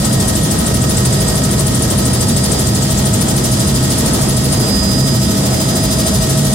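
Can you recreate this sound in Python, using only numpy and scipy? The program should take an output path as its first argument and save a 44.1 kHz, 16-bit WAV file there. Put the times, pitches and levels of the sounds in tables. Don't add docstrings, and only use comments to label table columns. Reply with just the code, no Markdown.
import sys
import numpy as np
from scipy import signal
from scipy.fft import rfft, irfft, next_fast_len
from scipy.io import wavfile
from scipy.ndimage import uniform_filter1d, map_coordinates

SR = 44100
rng = np.random.default_rng(int(sys.argv[2]) if len(sys.argv) > 2 else 0)


def master_out(mix):
    frames = np.transpose(np.atleast_2d(mix))
    ceiling = np.clip(frames, -1, 1)
    pcm = np.round(ceiling * 32767).astype(np.int16)
    wavfile.write(sys.argv[1], SR, pcm)


def nominal_scale(level):
    x = np.asarray(level, float) / 20
    return 10 ** x


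N = 288414
SECONDS = np.arange(N) / SR
HOP = 64
TEETH = 50

# start_s, share (0 to 1)
TURNED = [
    (0, 0.07),
    (2.4, 0.2),
    (3.6, 0.5),
    (4.6, 0.54),
    (6.0, 0.6),
    (6.54, 0.8),
]


def unit(x):
    return x / np.sqrt(np.mean(x ** 2) + 1e-20)


def along(points, hz):
    point_hz, value = np.transpose(points)
    return np.interp(np.log(hz + 1), np.log(point_hz + 1), value)


def curves(rows):
    start_s, *columns = np.transpose(rows)
    return [np.interp(SECONDS, start_s, column) for column in columns]


def wobble(rate):
    knots = rng.standard_normal(int(N * 40 / SR) + 4)
    return map_coordinates(knots, [np.arange(N) * min(rate, 40) / SR])


def filtered(x, response):
    size = next_fast_len(N + 8192)
    spectrum = rfft(x, size) * response(np.fft.rfftfreq(size, 1 / SR))
    return irfft(spectrum, size)[..., :N]


def shaped(gain):
    frames = dict(nperseg=4 * HOP, noverlap=3 * HOP)
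    hz, t, z = signal.stft(rng.standard_normal((2, N)), SR, **frames)
    return signal.istft(z * gain(hz[:, None], t), SR, **frames)[1][:, :N]


def rush(spectrum, patchy_db):
    # pitch_hz, likeness (-1 to 1)
    likeness = [(60, 0.94), (130, 1), (290, 0.86), (640, 0.38), (1410, -0.21), (3100, 0.17), (6820, -0.03),
                (15000, -0.017)]
    # pitch_hz, left_minus_right_db
    balance = [(60, -1.2), (200, -.5), (900, -1), (2400, 0), (5000, -2.5), (9000, 3), (15000, -0.5)]

    def patches(hz, t):
        field = rng.standard_normal((len(hz), len(t)))
        field = uniform_filter1d(field, size=3, axis=0)
        return nominal_scale(patchy_db * unit(uniform_filter1d(field, size=40, axis=1)))

    def middle_and_side(hz):
        angle = np.arccos(np.clip(along(likeness, hz), -1, 1)) / 2
        return nominal_scale(along(spectrum, hz)) * [np.cos(angle), np.sin(angle)]

    mid, side = filtered(shaped(patches), middle_and_side)
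    ports = np.array([mid + side, mid - side])
    return unit(filtered(ports, lambda hz: nominal_scale(np.outer([.5, -.5], along(balance, hz)))))


def tone(turns, left_db, right_db, lead_rad, flutter_db, smear_rad):
    mean_hz = turns[-1] * SR / N
    apart = min(1, mean_hz / 900)
    rate = 5 + mean_hz / 170
    shared = np.array([wobble(rate), wobble(rate)])
    own = np.array([wobble(rate), wobble(rate)])
    drift = np.array([shared, np.sqrt(1 - apart ** 2) * shared + apart * own])
    level_db = np.array([left_db + flutter_db * drift[0, 0], right_db + flutter_db * drift[1, 0]])
    lead = np.array([0 * turns, lead_rad + 0 * turns])
    return np.sqrt(2) * nominal_scale(level_db) * np.sin(2 * np.pi * turns + smear_rad * drift[:, 1] + lead)


def beat(t, times, rise, fall):
    gap = t - times[:, None]
    return np.exp(-.5 * (gap / np.where(gap < 0, rise, fall)) ** 2)


def shaft():
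    # start_s, pitch_hz
    speed = [(0, 4933.7), (.75, 4932.2), (1.25, 4929.9), (1.55, 4931.5), (2.25, 4945), (2.75, 4946.8),
             (3.0, 4943.8), (3.65, 4928.6), (4.3, 4925), (4.7, 4927), (5.45, 4945), (5.8, 4946.2),
             (6.54, 4946.2)]
    return np.cumsum(curves(speed)[0]) / SR / TEETH


def wind():
    # start_s, level_db
    gusts = [(0, -23), (.4, -18), (.9, -16.5), (1.5, -18.5), (2.7, -18), (3.1, -17), (3.85, -16.5),
             (4.15, -20.5), (4.35, -14.5), (4.8, -20.5), (5.1, -16.5), (6.0, -20), (6.54, -15.5)]
    # pitch_hz, width_hz, level_db
    cabin = [(133, 30, 2.5)]
    # pitch_hz, level_db (per Hz)
    boom_spectrum = [(25, -34), (40, -23), (54, -7.5), (90, -8.5), (175, -11.5), (230, -8), (300, -17),
                     (500, -31), (900, -58)]
    # pitch_hz, level_db (per Hz)
    rush_spectrum = [(150, -16.5), (300, -2), (500, -4.5), (700, -8), (1000, -13), (1500, -16.5),
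                     (2300, -21), (4000, -33)]
    # pitch_hz, level_db (per Hz)
    hiss_spectrum = [(1200, -5.5), (2300, -10.5), (3200, 1.5), (5000, 1), (7500, 2.5), (9500, 1.5),
                     (11500, -5.5), (15800, -16)]
    lag_s = 3 / SR

    gust_db = curves(gusts)[0]
    gust_db = gust_db - gust_db.mean()

    throb_hz = 133.8 + 4 * wobble(4.5) + 8 * wobble(12)
    throb_wave = np.sqrt(2) * np.sin(2 * np.pi * np.cumsum(throb_hz) / SR)
    throb = nominal_scale(-22 + 1.7 * gust_db + 1.26 * wobble(16)) * throb_wave * nominal_scale([[-.5], [.5]])

    def resonance(hz):
        return 1 + sum(nominal_scale(db) * 1j * hz * width / (centre ** 2 - hz ** 2 + 1j * hz * width)
                       for centre, width, db in cabin)

    boom = unit(filtered(rush(boom_spectrum, patchy_db=0.25), resonance))
    boom = nominal_scale(-16 + 0.13 * gust_db + 0.41 * wobble(2.345)) * boom
    body = nominal_scale(-23 + 0.97 * wobble(7)) * rush(rush_spectrum, patchy_db=0.52)
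    hiss_db = -24 + 1.4 * curves(TURNED)[0] + 0.45 * wobble(5.03)
    hiss = nominal_scale(hiss_db) * rush(hiss_spectrum, patchy_db=0.72)
    air = throb + boom + body + hiss
    return filtered(air, lambda hz: np.exp(np.outer([-1j, 1j], np.pi * hz * lag_s)))


def rotor():
    # start_s, chuff_db, chuff_pitch_hz
    tips = [(0, -17, 8650), (.5, -15.5, 9000), (1.1, -16.5, 8600), (2.0, -16, 9200), (2.5, -16, 8800),
            (2.95, -19.5, 7800), (3.1, -15.5, 8600), (3.8, -18.5, 9200), (4.52, -19, 9600),
            (4.66, -26, 9000), (5.2, -29, 8000), (5.7, -24, 9000), (6.0, -19.5, 9300), (6.54, -22, 8800)]
    # pitch_hz, level_db (per Hz)
    swish_spectrum = [(400, -3.5), (2300, -7.5), (3500, 0), (6500, 3.5), (9500, 1), (12000, -1.5),
                      (15800, -11)]
    # pitch_hz, level_db (per Hz)
    top_spectrum = [(8500, -19), (10800, -10), (13000, -1), (15900, -0.5)]
    turned_curve, = curves(TURNED)

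    passes = .13134 * shaft()
    blade = np.arange(int(passes[-1]) + 1)
    even_s = np.interp(blade + .655, passes, SECONDS)
    late, off_pitch, left, right = rng.standard_normal((len(blade), 4)).T
    pass_s = even_s + .0015 * late
    at_pass = (even_s * SR).astype(int)
    size_db, pitch_hz, turned = (c[at_pass] for c in curves(tips) + [turned_curve])

    which = (-1.) ** blade
    scatter_db = .6 + .13 * (size_db.max() - size_db)
    left_db = size_db + 0.14 * which + scatter_db * left
    right_db = size_db - 12 + 7 * turned + 2 * which + scatter_db * right
    centre_hz = pitch_hz - 470 * which + 130 * off_pitch

    def chuff(hz, t):
        near = np.abs(t - pass_s[:, None]).argmin(axis=0)
        glide = centre_hz[near] + 55000 * (t - pass_s[near])
        core = np.exp(-.5 * ((hz - glide) / 750) ** 2)
        skirt = np.exp(-.5 * ((hz - glide + 1500) / 2000) ** 2)
        main = beat(t, pass_s - .001, rise=.0035, fall=.0095).sum(axis=0) * (core + 0.24 * skirt)
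        early = beat(t, pass_s - .027, rise=.007, fall=.009).sum(axis=0)
        early = early * np.exp(-.5 * ((hz - 8300) / 600) ** 2)
        return nominal_scale([left_db[near], right_db[near]])[:, None] * (main + 0.28 * early)

    even_s = np.append(2 * even_s[0] - even_s[1], even_s)
    sizes = nominal_scale(.9 * rng.standard_normal((len(even_s), 2)))
    coarse_s = np.arange(0, N + HOP, HOP) / SR

    def swell(size, times, rise, fall):
        return np.interp(SECONDS, coarse_s, size @ beat(coarse_s, times, rise, fall))

    swish = swell(sizes[:, 0], even_s + 0.016, 0.015, 0.013) * rush(swish_spectrum, patchy_db=1.5)
    swish = nominal_scale(-22.5 + 1.5 * turned_curve + 1.2 * wobble(2.41)) * swish
    top = swell(sizes[:, 1], even_s + 0.013, 0.011, .0125) * rush(top_spectrum, patchy_db=3.0)
    top = nominal_scale(-28.5 + 0.5 * turned_curve) * top
    leak = np.array([[0.93, 0.094], [0.14, 1]])
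    return nominal_scale(12.0) * leak @ shaped(chuff) + swish + top


def gearbox():
    # start_s, left_db, right_db, right_lead_rad
    whine = [(0, -29, -35, -1.5), (.15, -29, -34, -1), (.45, -43, -37, -1), (1.15, -43, -25, -2.2),
             (1.8, -39, -37, -2), (2.15, -32, -29, -2), (2.45, -32, -27, -2.5), (2.85, -35, -29, -2.7),
             (3.35, -38, -37, -.3), (3.6, -35, -27.5, -.8), (4.1, -37, -31, -3), (4.5, -33, -26, -3.5),
             (4.75, -34, -18, -4.8), (5.05, -35, -19, -6.6), (5.4, -42, -30, -3.2), (5.6, -36, -25, -6.2),
             (6.12, -28, -29, -6.8), (6.33, -33, -44, -4.5)]
    # start_s, lower_tone_db, upper_tone_db
    mast = [
        (0, -35, -34),
        (1, -43, -33),
        (2.5, -37, -34),
        (3.7, -44, -36.5),
        (5, -38, -31),
        (6.1, -30, -28),
        (6.54, -29, -29),
    ]
    # shaft_multiple, left_db, right_db, right_lead_rad
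    mesh = [(2, -22.5, -22.5, .15), (3.396, -35, -36, -.4), (9.852, -58, -42, 2.2), (12.434, -53, -52, -.8),
            (12.742, -47, -53, 1.1), (12.87, -45, -50, 1.4), (13, -39, -40, .7), (13.132, -55, -49, 1.1),
            (15, -55, -54, 1), (17, -52, -48, 1.7), (18.738, -52, -50, 2.3), (19, -44, -39, .5),
            (19.262, -56, -50, 1.7), (19.44, -50, -53, .6), (19.698, -60, -48, -2.7), (6.7, -50, -44, 0),
            (38, -54, -53, -1.6), (48, -54, -52, 2.8), (49.866, -53, -46, 3.1), (52, -55, -51, 1.4)]
    fades = {13: (2, -6), 19: (3, -4.5), 9.852: (3.5, -11)}

    turns = shaft()
    turned, = curves(TURNED)
    low_right_db, up_right_db = curves(mast)
    sound = tone(TEETH * turns, *curves(whine), flutter_db=1.3, smear_rad=.12)
    low_lead = 2.7 - 3.2 * turned
    sound += tone(6.436 * turns, -29.7, low_right_db + .5, low_lead, flutter_db=.6, smear_rad=.1)
    up_turns = 6.56734 * turns + .40
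    sound += tone(up_turns, -45 + 6 * turned, up_right_db - .5, -.3, flutter_db=.8, smear_rad=.15)
    for order, left_db, right_db, lead in mesh:
        ahead_db, turned_db = fades.get(order, (0, 0))
        right_db = right_db + ahead_db + turned_db * turned
        flutter_db = min(2.2, .8 + order / 8)
        sound += tone(order * turns, left_db, right_db, lead, flutter_db, smear_rad=.25)
    return nominal_scale(-1.14) * sound


def turbine():
    # start_s, pitch_hz
    compressor = [
        (0, 12548),
        (1.2, 12575),
        (2.1, 12603),
        (2.5, 12604),
        (3.5, 12564),
        (4.5, 12618),
        (5.1, 12651),
        (5.7, 12668),
        (6.3, 12653),
    ]
    # start_s, left_db, right_db
    whistle = [
        (0, -43, -43),
        (2, -47, -43),
        (2.6, -51, -50),
        (6.54, -53, -47),
    ]
    turns = np.cumsum(curves(compressor)[0]) / SR
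    return tone(turns, *curves(whistle), -.5, flutter_db=3, smear_rad=.9)


def scene():
    return wind() + rotor() + gearbox() + turbine()


def roll_off(x):
    return signal.sosfilt(signal.butter(12, 15900, fs=SR, output="sos"), x)


def record(dry):
    low = filtered(dry.mean(axis=0), lambda hz: 1 / (1 + (hz / 600) ** 2))
    power = np.abs(uniform_filter1d(low ** 2, size=400))
    loud = nominal_scale(2.5) * (1 + power / 0.032) ** -.3 * dry
    soft = loud / (1 + np.abs(loud / .93) ** 8) ** (1 / 8)
    return roll_off(filtered(soft, lambda hz: hz < 15880))


dry = scene()
out = record(dry)
master_out(out)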